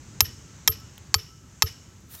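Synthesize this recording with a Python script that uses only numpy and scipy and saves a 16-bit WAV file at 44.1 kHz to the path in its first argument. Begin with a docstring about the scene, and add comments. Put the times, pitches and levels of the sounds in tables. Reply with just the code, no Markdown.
"""Outdoors, far traffic rumbles and insects hiss: shaped noise whose bands waver, with a faint far hum.
A mallet taps a steel chisel held on a stone lying in grass: four blows close to the microphone.
Each cracks and chatters twice (damped modes), leaves the blade ringing, thumps late through the soil,
hums in the hollow stone and returns from a wall and yard (knocks and fading noise).
Grit and stalks tick; at the end a hand brushes the grass (shaped noise) and a faint steady chirp enters."""
import sys
import numpy as np
from scipy import signal
from scipy.fft import rfft, irfft
from scipy.io import wavfile

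SR = 44100
rng = np.random.default_rng(int(sys.argv[2]) if len(sys.argv) > 2 else 0)


def log_audio(samples):
    """Write samples as a 16-bit WAV file to the path given in sys.argv[1]."""
    # one column per channel
    frames = np.atleast_2d(samples).T
    # limit to full scale, then quantise
    limited = np.clip(frames, -1, 1)
    pcm = np.round(limited * 32767).astype(np.int16)
    wavfile.write(sys.argv[1], SR, pcm)


N = 97020

# mallet blows: start_s, force_db, crack_hz, tilt_db_per_octave, rebound_1_db, rebound_2_db (both re force),
# blade_db (re 1), upper_blade_db (re blade_db), thump_db, hollow_db (re 1), ping_hz, ping_db, wall_db (re 1)
BLOWS = [(.2058, -2, 5050, -0.36, -3.5, -23, -13, -23, -17, -39.5, 1157, -50, -46),
         (0.6763, -2.5, 5220, -0.3, -1.5, -17, -8, -32, -20, -32, 4440, -25.5, -51.5),
         (1.1422, -4, 4700, -1.2, -4.5, -23, -22.5, -6, -19.5, -33.5, 4550, -9, -54.5),
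         (1.6222, -3.5, 4340, -1.3, -2.5, -20, -21.5, -23, -17, -34.5, 4540, -17, -47.5)]
(BLOW_S, FORCE_DB, CRACK_HZ, TILT_DB_PER_OCTAVE, REBOUND_1_DB, REBOUND_2_DB, BLADE_DB,
 UPPER_BLADE_DB, THUMP_DB, HOLLOW_DB, PING_HZ, PING_DB, WALL_DB) = np.transpose(BLOWS)


def amp(db):
    """dB to gain."""
    return 10 ** (np.asarray(db) / 20)


def rms_one(x):
    """Scale to rms 1."""
    return x / np.sqrt(np.mean(x ** 2) + 1e-20)


def in_time(rows):
    """Table columns as curves over the samples; the first column is the time in s."""
    s, *columns = np.transpose(rows)
    t = np.arange(N) / SR
    return [np.interp(t, s, column) for column in columns]


def coloured(points):
    """Noise of rms 1 with a spectrum drawn through (Hz, dB) points on a log frequency axis."""
    hz, db = np.transpose(points)
    grid_hz = np.maximum(np.fft.rfftfreq(N, 1 / SR), 1)
    gain = amp(np.interp(np.log(grid_hz), np.log(hz), db, left=-60))
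    return rms_one(irfft(rfft(rng.standard_normal(N)) * gain, N))


def band(x, low_hz, high_hz, order=2):
    """Butterworth band-pass."""
    return signal.sosfilt(signal.butter(order, [low_hz, high_hz], "band", fs=SR, output="sos"), x)


def smooth(x, time_s):
    """One-pole lag with unit gain at rest."""
    r = np.exp(-1 / (time_s * SR))
    return signal.lfilter([1 - r], [1, -r], x)


def drift(rate_hz):
    """Slow random curve of rms 1: noise through two equal poles, after 1 s of settling."""
    r = np.exp(-2 * np.pi * rate_hz / SR)
    return rms_one(signal.lfilter([1], [1, -2 * r, r * r], rng.standard_normal(N + SR))[SR:])


def ring(x, hz, t60_s):
    """Two-pole resonator: a unit click starts a decaying sine of height 1."""
    r = amp(-60 / (t60_s * SR))
    w = 2 * np.pi * hz / SR
    return signal.lfilter([0, np.sin(w)], [1, -2 * r * np.cos(w), r * r], x + 1e-18)


def noise_ring(hz, t60_s):
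    """Narrow noise of rms 1: a resonator driven by white noise."""
    return rms_one(ring(rng.standard_normal(N), hz, t60_s))


def clicks(s, db):
    """One-sample clicks at the given times and levels."""
    out = np.zeros(N)
    np.add.at(out, (np.ravel(s) * SR).astype(int), amp(np.ravel(db)))
    return out


def fade(x, t60_s):
    """Each click becomes an exponential envelope."""
    return signal.lfilter([1], [1, -amp(-60 / (t60_s * SR))], x + 1e-18)


def outdoors():
    """Rumble, air and insects as shaped noise, each band wavering a little; a faint far hum."""
    # rumble and air spectrum: pitch_hz, density_db
    air_colour = [(15, -66), (25, -35), (48, -6.5), (75, -0.5), (115, 0.5), (239, -11), (352, -14.5),
                  (442, -19), (542, -20.5), (763, -24), (817, -20), (1180, -21), (1320, -22.5), (1550, -20),
                  (1690, -22), (3590, -26.5), (5800, -23.5), (7540, -68.5), (12800, -120)]
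    # band levels in time: start_s, level_db, middle_db, insect_db (the last two over the mean level)
    air_level = [(0.0, -45, -1.3, 1), (0.32, -45.5, 0.8, 3.7), (0.48, -45.5, -1.1, 1.4),
                 (0.97, -48, -2.3, 0.2), (1.45, -49.5, -6.5, -4.3), (1.63, -49.5, -2.3, 1.5),
                 (2.2, -49, -7.1, -5.8)]
    # insect spectrum: pitch_hz, density_db
    insect_colour = [(3240, -48), (5500, -10.5), (5610, -16), (5810, -7), (6650, -5.5), (7460, -9.5),
                     (8040, -12.5), (9000, -25.5), (11700, -70), (19800, -120)]
    # thin air above the insects: pitch_hz, density_db
    top_colour = [(5180, -27.5), (8800, -8.5), (10300, -9.5), (13400, -9.5), (16000, -15)]
    insects_db, top_air_db = -10, -72.5   # insects over the mean level
    hum_hz, hum_t60_s, hum_db = 1316, 3.0 / 12, -70

    level_db, middle_db, insect_db = in_time(air_level)
    air = coloured(air_colour)
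    below_500, below_5500 = (signal.sosfiltfilt(signal.butter(4, hz, fs=SR, output="sos"), air)
                             for hz in (500, 5500))
    rumble = below_500 * amp(level_db + 1.5 * drift(16))
    middle = (below_5500 - below_500) * amp(middle_db + 0.83 * drift(5))
    insects = coloured(insect_colour) * amp(insects_db + insect_db + 0.26 * drift(12))
    hum = noise_ring(hum_hz, hum_t60_s) * amp(hum_db + 5.3 * drift(6))
    top_air = amp(top_air_db) * coloured(top_colour)
    return rumble + amp(level_db.mean()) * (middle + insects) + hum + top_air


def grass():
    """Ticks are short rings, brushed stalks are shaped noise, the faint chirp is a steady sine."""
    # grit and stalks: start_s, level_db, pitch_hz
    ticks = [(.801, -38, 14000), (.9795, -32, 3150), (.9796, -39, 5470), (.9797, -37, 10700),
             (0.9817, -31, 13800), (2.007, -46, 13720), (2.152, -29, 6200)]
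    # hand in the grass: start_s, level_db (before brush_gain_db)
    brush_level = [(2.06, -84), (2.078, -75), (2.106, -51.5), (2.15, -43.5), (2.17, -50), (2.2, -50)]
    # brush spectrum: pitch_hz, density_db
    brush_colour = [(290, -5), (500, -7.5), (1910, -6.5), (2210, -11), (2640, -7), (8340, -6), (15200, 0),
                    (16300, -4)]
    tick_cycles, brush_gain_db = 14, 2.5   # cycles per 60 dB of decay
    chirp_s, chirp_hz, chirp_db, chirp_rise_s = 2.175, 3760, -53.5, 0.0074

    t = np.arange(N) / SR
    ticking = sum(ring(clicks(s, db), hz, tick_cycles / hz) for s, db, hz in ticks)
    brush_db, = in_time(brush_level)
    brush_gain = (t > brush_level[0][0]) * amp(brush_db + brush_gain_db + 1.2 * drift(156))
    brushing = brush_gain * coloured(brush_colour)
    chirp_gain = amp(chirp_db) * np.clip((t - chirp_s) / chirp_rise_s, 0, 1)
    return ticking + brushing + chirp_gain * np.sin(2 * np.pi * chirp_hz * t)


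def echoes():
    """Fading noise for near scatter, wall slap and yard wash; rings for wall knocks and what lingers."""
    # echo spectrum: pitch_hz, density_db
    echo_colour = [(350, -69), (600, -46), (1070, -1), (1160, -5), (1680, -4), (1830, -13), (2310, 1.5),
                   (4280, -2.5), (5330, -29), (7940, -47), (11800, -11.5), (13000, -21), (16000, -27)]
    # resonances in the echo: pitch_hz, nominal_width_hz, level_db (before -13 dB)
    echo_rings = [(1910, 57, 5.5), (2980, 41, 9), (5410, 780, 18.5), (10050, 250, 0)]
    # rings that linger in the wash: pitch_hz, nominal_width_hz, level_db, t60_s
    yard_rings = [(5410, 158, -49, 0.74), (2947, 73, -59.5, 1.2), (12800, 120, -58.5, .4)]
    # wall knock modes: pitch_hz, level_db (over wall_db), t60_s
    wall_knocks = [(1810, 8, 0.042), (5280, 17, 0.031), (5700, 11, .02), (3760, 2, 0.0178),
                   (10600, 3.5, .03)]
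    # three facets of the wall: lag_s
    knock_lag_s = [.044, .0475, .052]
    # three facets of the wall: level_db
    knock_db = [-10.5, 1, -14.5]
    wall_s, wall_rise_s, wall_t60_s = .042, .004, .08
    yard_s, yard_db, yard_t60_s = 0.036, -41.5, 0.29
    near_db, near_t60_s = -39, .1
    same = 0 * BLOW_S   # equal level for all blows

    noise = coloured(echo_colour)
    for hz, width_hz, db in echo_rings:
        noise = noise + amp(db - 13) * noise_ring(hz, 3.1 / width_hz)
    slap = fade(clicks(BLOW_S + wall_s, WALL_DB), wall_t60_s)
    wash = fade(clicks(BLOW_S + yard_s, yard_db + same), yard_t60_s)
    near = fade(clicks(BLOW_S, near_db + same), near_t60_s)
    envelope = smooth(slap + wash + near, wall_rise_s)
    out = rms_one(noise) * envelope * amp(2 * drift(120))

    for hz, width_hz, db, t60_s in yard_rings:
        out += noise_ring(hz, 1.6 / width_hz) * fade(clicks(BLOW_S + wall_s, db + same), t60_s)
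    for hz, db, t60_s in wall_knocks:
        scatter_s = 0.0033 * rng.random((len(BLOW_S), 3))
        hits = clicks(BLOW_S[:, None] + knock_lag_s + scatter_s, WALL_DB[:, None] + db + knock_db)
        out += band(ring(hits, hz, t60_s), 0.81 * hz, 1.3 * hz)
    return out


def soil():
    """A low resonance arrives late through the ground; the cavity of the stone hums, wavering."""
    # cavity of the stone: pitch_hz, level_db (over hollow_db), t60_s
    hollow_modes = [(448, 4.3, 0.13), (382, -2, 0.12)]
    lag_s, thump_hz, thump_t60_s = 0.0151, 89.5, 0.1

    thump = ring(clicks(BLOW_S + lag_s, THUMP_DB), thump_hz, thump_t60_s)
    hum = sum(ring(clicks(BLOW_S + 0.00281, HOLLOW_DB + db), hz, t60_s) for hz, db, t60_s in hollow_modes)
    return band(thump, 44, 353) + band(hum, 170, 470) * amp(2.5 * drift(30))


def blade():
    """Free modes of the steel sing on after each blow, wavering in the hand."""
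    # free ring of the blade: pitch_hz, level_db (over blade_db), t60_s
    blade_modes = [(12680, 0, .095), (12640, -15, .08), (12830, -22, .14), (13070, -22, .05),
                   (10230, -22, .04), (9150, -36, .1)]
    # upper ring: pitch_hz, level_db (over blade_db + upper_blade_db), t60_s
    upper_modes = [(14570, 0, .11), (14660, -6, .09), (14040, -15, .06)]

    out = np.zeros(N)
    for modes, more_db in [(blade_modes, 0), (upper_modes, UPPER_BLADE_DB)]:
        for hz, db, t60_s in modes:
            scatter_db = rng.normal(0, 1.3, len(BLOW_S))
            out += ring(clicks(BLOW_S, BLADE_DB + more_db + db + scatter_db), hz, t60_s)
    return band(out, 8000, 17000) * amp(2.5 * drift(60))


def crack():
    """Blow and two rebounds excite a short burst, hand-damped modes, one longer ping and a spit of grit."""
    # stone and chisel, damped by the hand: pitch_hz, level_db (over force, before tilt), t60_s
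    body_modes = [(867, -10, 0.01226), (1103.4, -11, 0.013), (1263, -23, 0.054), (1727, -9.5, 0.01),
                  (2140, -4, 0.0051), (2593, -7, 0.011), (3174, -11.5, 0.026), (3940, 0, 0.0061),
                  (5416, 3.5, .011), (6262, -0.5, 0.0076), (7376, -4.5, 0.011), (7040, -15, 0.027),
                  (10230, -9.5, 0.01), (12600, -16, 0.016), (13720, -18.5, .016), (14600, -27, 0.011)]
    # two rebounds: lag_s
    rebound_s = [.0039, .0068]
    contact_s, scatter_db = 0.00083, 1
    crack_t60_s, ping_t60_s = .0045, .028   # crack: each of two resonators in series
    grit_db, grit_t60_s = -14, 0.01354

    hit_s = BLOW_S[:, None] + [0, *rebound_s]
    hit_db = FORCE_DB[:, None] + np.transpose([0 * BLOW_S, REBOUND_1_DB, REBOUND_2_DB])
    out = np.zeros(N)
    for k, hz in enumerate(CRACK_HZ):
        burst = ring(clicks(hit_s[k], hit_db[k] - 18), hz, crack_t60_s)
        out += ring(burst, hz, crack_t60_s)
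        out += ring(clicks(hit_s[k, 1], PING_DB[k]), PING_HZ[k], ping_t60_s)   # at the first rebound
    for j, (hz, db, t60_s) in enumerate(body_modes):
        tilt_db = TILT_DB_PER_OCTAVE[:, None] * np.log2(hz / 3000)
        level_db = hit_db + db + tilt_db + scatter_db * rng.standard_normal(hit_s.shape)
        lag_s = contact_s * rng.random(hit_s.shape)
        out += (-1) ** j * ring(clicks(hit_s + lag_s, level_db), hz, t60_s)   # alternate polarity
    grit = band(rng.standard_normal(N), 1220, 11000)
    out += amp(grit_db) * fade(clicks(hit_s, hit_db), grit_t60_s) * grit
    return band(out, 710, 15000, order=4)


def scene():
    """Everything at one microphone."""
    return (outdoors() + grass() + echoes() + soil() + blade() + crack())[None]


def record(dry):
    """Gain control ducks just after each blow, tanh rounds the peaks, an elliptic filter cuts the top."""
    limit_db, squeeze, lag_s, release_db_per_s = -12, .6, .004, 1300
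    ceiling, cutoff_hz = 1.15, 15900

    over_db = np.maximum(20 * np.log10(np.abs(dry) + 1e-9) - limit_db, 0)
    # peak hold that falls at the release rate
    ramp_db = release_db_per_s * np.arange(N) / SR
    held_db = np.maximum.accumulate(over_db + ramp_db, axis=1) - ramp_db
    ducked = dry * amp(-squeeze * smooth(held_db, lag_s))
    rounded = ceiling * np.tanh(ducked / ceiling)
    return signal.sosfilt(signal.ellip(14, .5, 85, cutoff_hz, fs=SR, output="sos"), rounded)


dry = scene()
out = record(dry)
log_audio(out)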